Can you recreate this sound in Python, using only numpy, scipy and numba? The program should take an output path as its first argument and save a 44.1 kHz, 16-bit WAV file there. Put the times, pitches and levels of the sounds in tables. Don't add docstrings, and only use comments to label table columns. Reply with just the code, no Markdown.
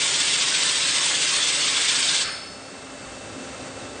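import sys
import numpy as np
from scipy import signal
from scipy.fft import rfft, irfft
from scipy.io import wavfile
from scipy.ndimage import uniform_filter1d, map_coordinates
from numba import njit

SR = 44100
rng = np.random.default_rng(int(sys.argv[2]) if len(sys.argv) > 2 else 0)


def bounce(signal):
    frames = np.transpose(np.atleast_2d(signal))
    limited = np.clip(frames, -1, 1)
    pcm = np.round(limited * 32767).astype(np.int16)
    wavfile.write(sys.argv[1], SR, pcm)


N = 176400
SHUT_S, SHUT_FALL_S = 2.226, .014


def undb(db):
    return 10 ** (np.asarray(db) / 20)


def level(x, db=0):
    return x * undb(db) / np.sqrt(np.mean(x ** 2))


def on_log_axis(points, hz):
    freqs, values = np.array(points, float).T
    return np.interp(np.log(hz + 1e-3), np.log(freqs), values)


def bins():
    return np.arange(N // 2 + 1) * SR / N


def noise(colour):
    spectrum = rfft(rng.standard_normal(N))
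    return level(irfft(spectrum * undb(on_log_axis(colour, bins())), N))


def walk(rate):
    spectrum = rfft(rng.standard_normal(N))
    return level(irfft(spectrum / (1 + (bins() / rate) ** 4), N))


def tone(hz):
    return np.sin(2 * np.pi * np.cumsum(hz) / SR)


def shop_noise():
    # f/Hz, level/dB
    colour = [(20, -47), (40, -23), (62, -7), (80, -12), (120, -9.5), (190, -7), (260, -7.5), (350, -7.5),
              (470, -5.5), (770, -8.5), (900, -12), (1320, -10), (2440, -16.5), (3600, -16.5), (5200, -19),
              (8600, -17), (9400, -25.5)]
    return undb(-38 + .5 * walk(10)) * noise(colour)


def motor_hum():
    # f/Hz, relative level/dB, flutter/dB
    tones = [(100, -59.5, 1.5), (265, -51, 3), (533, -53.5, 2.5), (592.7, -52.5, 3.5), (791, -56, 3),
             (1071, -64, 2), (1333, -57.5, 1.5), (1610, -63, 1.5), (1840, -69.5, 1), (1980, -67, 2),
             (2110, -60.5, 2), (2640, -58.5, 1), (2670, -54.5, 1), (2977, -64, 2.5), (3688, -61, 1),
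             (4544, -58, 1.7)]
    out = 0
    for hz, db, flutter_db in tones:
        drift_hz = 2.98 + 0.002014 * hz
        wave = tone(hz + drift_hz * walk(11.13))
        waver_db = flutter_db * walk(30) + .8 * walk(4)
        out = out + level(wave * undb(waver_db), db + 2)
    return out


def rumble(t):
    # t/s, level/dB
    loudness = [(0, -64), (2.8, -59), (3.15, -54), (3.35, -41), (3.55, -49), (4, -42)]
    # f/Hz, level/dB
    colour = [(35, -25.5), (70, -12), (102, 1.5), (170, -7.5), (255, -1.5), (340, -2), (520, -3.5),
              (900, -24.5), (2500, -39.5)]
    times, levels_db = np.array(loudness).T
    return undb(np.interp(t, times, levels_db)) * noise(colour)


def bumps(t):
    # t/s, f/Hz, level/dB
    knocks = [(3.05, 58, -51), (3.355, 251.5, -41), (3.75, 70.8, -57)]
    rise_s, pitch_wobble = 0.03, 0.0515
    out = 0
    for start, hz, db in knocks:
        age = np.maximum(t - start, 0) / rise_s
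        wave = tone(hz * (1 + pitch_wobble * walk(39)))
        boom = level(wave * undb(2 * walk(50)), db)
        out = out + age * np.exp(1 - age) * boom
    return out


def pressure(t):
    return np.exp(-np.maximum(t - SHUT_S, 0) / SHUT_FALL_S)


def feed_line(t):
    # f/Hz, level/dB
    colour = [(90, -34), (130, -7.5), (155, 0.5), (180, -5), (230, -19), (297, 0), (345, -15), (390, -4),
              (600, -36)]
    return undb(-42.5) * pressure(t) * noise(colour)


def workshop_echo(x, t):
    # f/Hz, t/s
    fade_times = [(200, 1), (1500, 1), (3500, 0.72), (8000, 0.45)]
    echo_db, delay_s = -11, 0.0091
    octaves_hz = 125 * 2 ** np.arange(8)
    spectrum, tail = rfft(rng.standard_normal(N)), 0
    for hz, share in zip(octaves_hz, np.eye(len(octaves_hz))):
        one_octave = on_log_axis(list(zip(octaves_hz, share)), bins())
        band = irfft(spectrum * one_octave, N)
        tail = tail + band * undb(-60 * t / on_log_axis(fade_times, hz))
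    tail = tail * (t > delay_s)
    return undb(echo_db) * signal.fftconvolve(x, tail / np.linalg.norm(tail))[:N]


def cabin(x):
    # f/Hz, width/Hz, lift/dB
    resonances = [(680, 60, -2.5), (1000, 48, 1), (1095, 40, 3.5), (1156, 45, -3), (1670, 150, 2.5),
                  (1910, 83, -3.5), (2020, 35, 0), (2084, 49, 4), (2445, 45, -1.5), (2503, 32, 3.5),
                  (2590, 70, -4), (2690, 47, 2.5), (2861, 22, -1), (3390, 35, -5), (3420, 39, 2.5),
                  (3480, 60, 2), (3625, 50, 0.5), (3940, 42, 3), (3900, 50, 0.5), (4340, 55, 4),
                  (4860, 50, 1), (4954, 64, -9.5), (4930, 61, 2.5), (6900, 130, 1), (7860, 80, 4.5),
                  (7950, 91, 2)]
    lift_db = sum(db / (1 + (2 * (bins() - hz) / width) ** 2) for hz, width, db in resonances)
    return irfft(rfft(x) * undb(lift_db), N)


def nozzle_whistle(t):
    # f/Hz, pitch wobble/Hz, level/dB
    tones = [(4400, 26.3, -36), (4466, 20, -38), (5220, 14.6, -40), (5200, 16, -35.5), (8765, 25.2, -41.5)]
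    rise_s, hold_s, fade_db_per_s, flutter_db = .012, 0.085, 51, 2.2
    since_shut = t - SHUT_S
    rise = np.clip(since_shut / rise_s, 0, 1)
    fade = undb(-fade_db_per_s * np.maximum(since_shut - hold_s, 0))
    out = 0
    for hz, wobble_hz, db in tones:
        wave = tone(hz + wobble_hz * walk(142))
        out = out + level(wave * undb(flutter_db * walk(60)), db)
    return rise * fade * out


def emptying_hose(t):
    # f/Hz, level/dB
    colour = [(400, -12), (950, -17), (1300, -1.5), (1650, -5.5), (2200, -4.5), (2700, -7), (3500, -11),
              (5000, -4.5), (6000, -20), (7000, -13), (9000, -25)]
    start_db, fade_db_per_s = -23, 89
    fade = undb(start_db - fade_db_per_s * np.maximum(t - SHUT_S, 0))
    return (1 - pressure(t)) * fade * noise(colour)


def shimmer(x):
    patch_db, patch_hz, patch_s = 3, 80.24, .05
    hz, times, cells = signal.stft(x, SR, nperseg=1024)
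    chance = rng.standard_normal((1024, 512))
    grid = np.meshgrid(hz / patch_hz, times / patch_s, indexing="ij")
    patches = map_coordinates(chance, grid, mode="mirror")
    _, hiss = signal.istft(cells * undb(patch_db * patches), SR)
    return level(hiss[:N])


def jet(t):
    # f/Hz, level/dB
    jet_colour = [(120, -34), (400, -4.5), (750, -6.5), (1100, -1), (1600, 0.5), (2200, 4), (3000, 4.5),
                  (4000, 3), (5200, 4), (5800, -7.5), (6400, 2), (7300, 3), (8900, 4), (9500, -23)]
    # f/Hz, level/dB
    splash_colour = [(500, -38), (2000, -10), (2800, -5), (3150, 0), (3600, 2), (4000, -4), (5300, -2.5),
                     (6200, -3.5), (9000, -38.5)]
    jet_db, splash_db, flicker_db = -20, -22.5, 1.11
    jaws_per_s, first_jaw_s, jaw_depth = 14.92, 0.017, .28
    jaws = np.cos(2 * np.pi * jaws_per_s * (t - first_jaw_s))
    uneven = 1 + .2 * walk(7.5)
    swell = np.maximum(1 + jaw_depth * jaws * uneven, 0)
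    hiss = undb(jet_db + flicker_db * walk(36)) * shimmer(noise(jet_colour))
    splash = undb(splash_db + flicker_db * walk(32)) * swell * shimmer(noise(splash_colour))
    return (hiss + splash) * pressure(t)


def scene():
    t = np.arange(N) / SR
    hiss = cabin(jet(t) + emptying_hose(t))
    flow = hiss + workshop_echo(hiss, t) + nozzle_whistle(t) + feed_line(t)
    machine = shop_noise() + motor_hum() + rumble(t) + bumps(t)
    return (flow + machine)[None]


@njit
def follow(strength, current, rise_s, fall_s):
    out = np.empty(len(strength))
    for i in range(len(strength)):
        lag_s = rise_s if strength[i] > current else fall_s
        current += (strength[i] - current) / (lag_s * SR)
        out[i] = current
    return out


def record(dry):
    threshold_db, squeeze, top_hz = -31.5, 0.29, 9200
    strength = np.sqrt(np.abs(uniform_filter1d(dry[0] ** 2, size=441)))
    opening = float(np.mean(strength[:SR // 10]))
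    heard = follow(strength, opening, rise_s=0.11, fall_s=0.4)
    gain = np.minimum(undb(threshold_db) / heard, 1) ** squeeze
    treble_cut = signal.ellip(10, .2, 80, top_hz, fs=SR, output="sos")
    return signal.sosfilt(treble_cut, dry * gain)


dry = scene()
out = record(dry)
bounce(out)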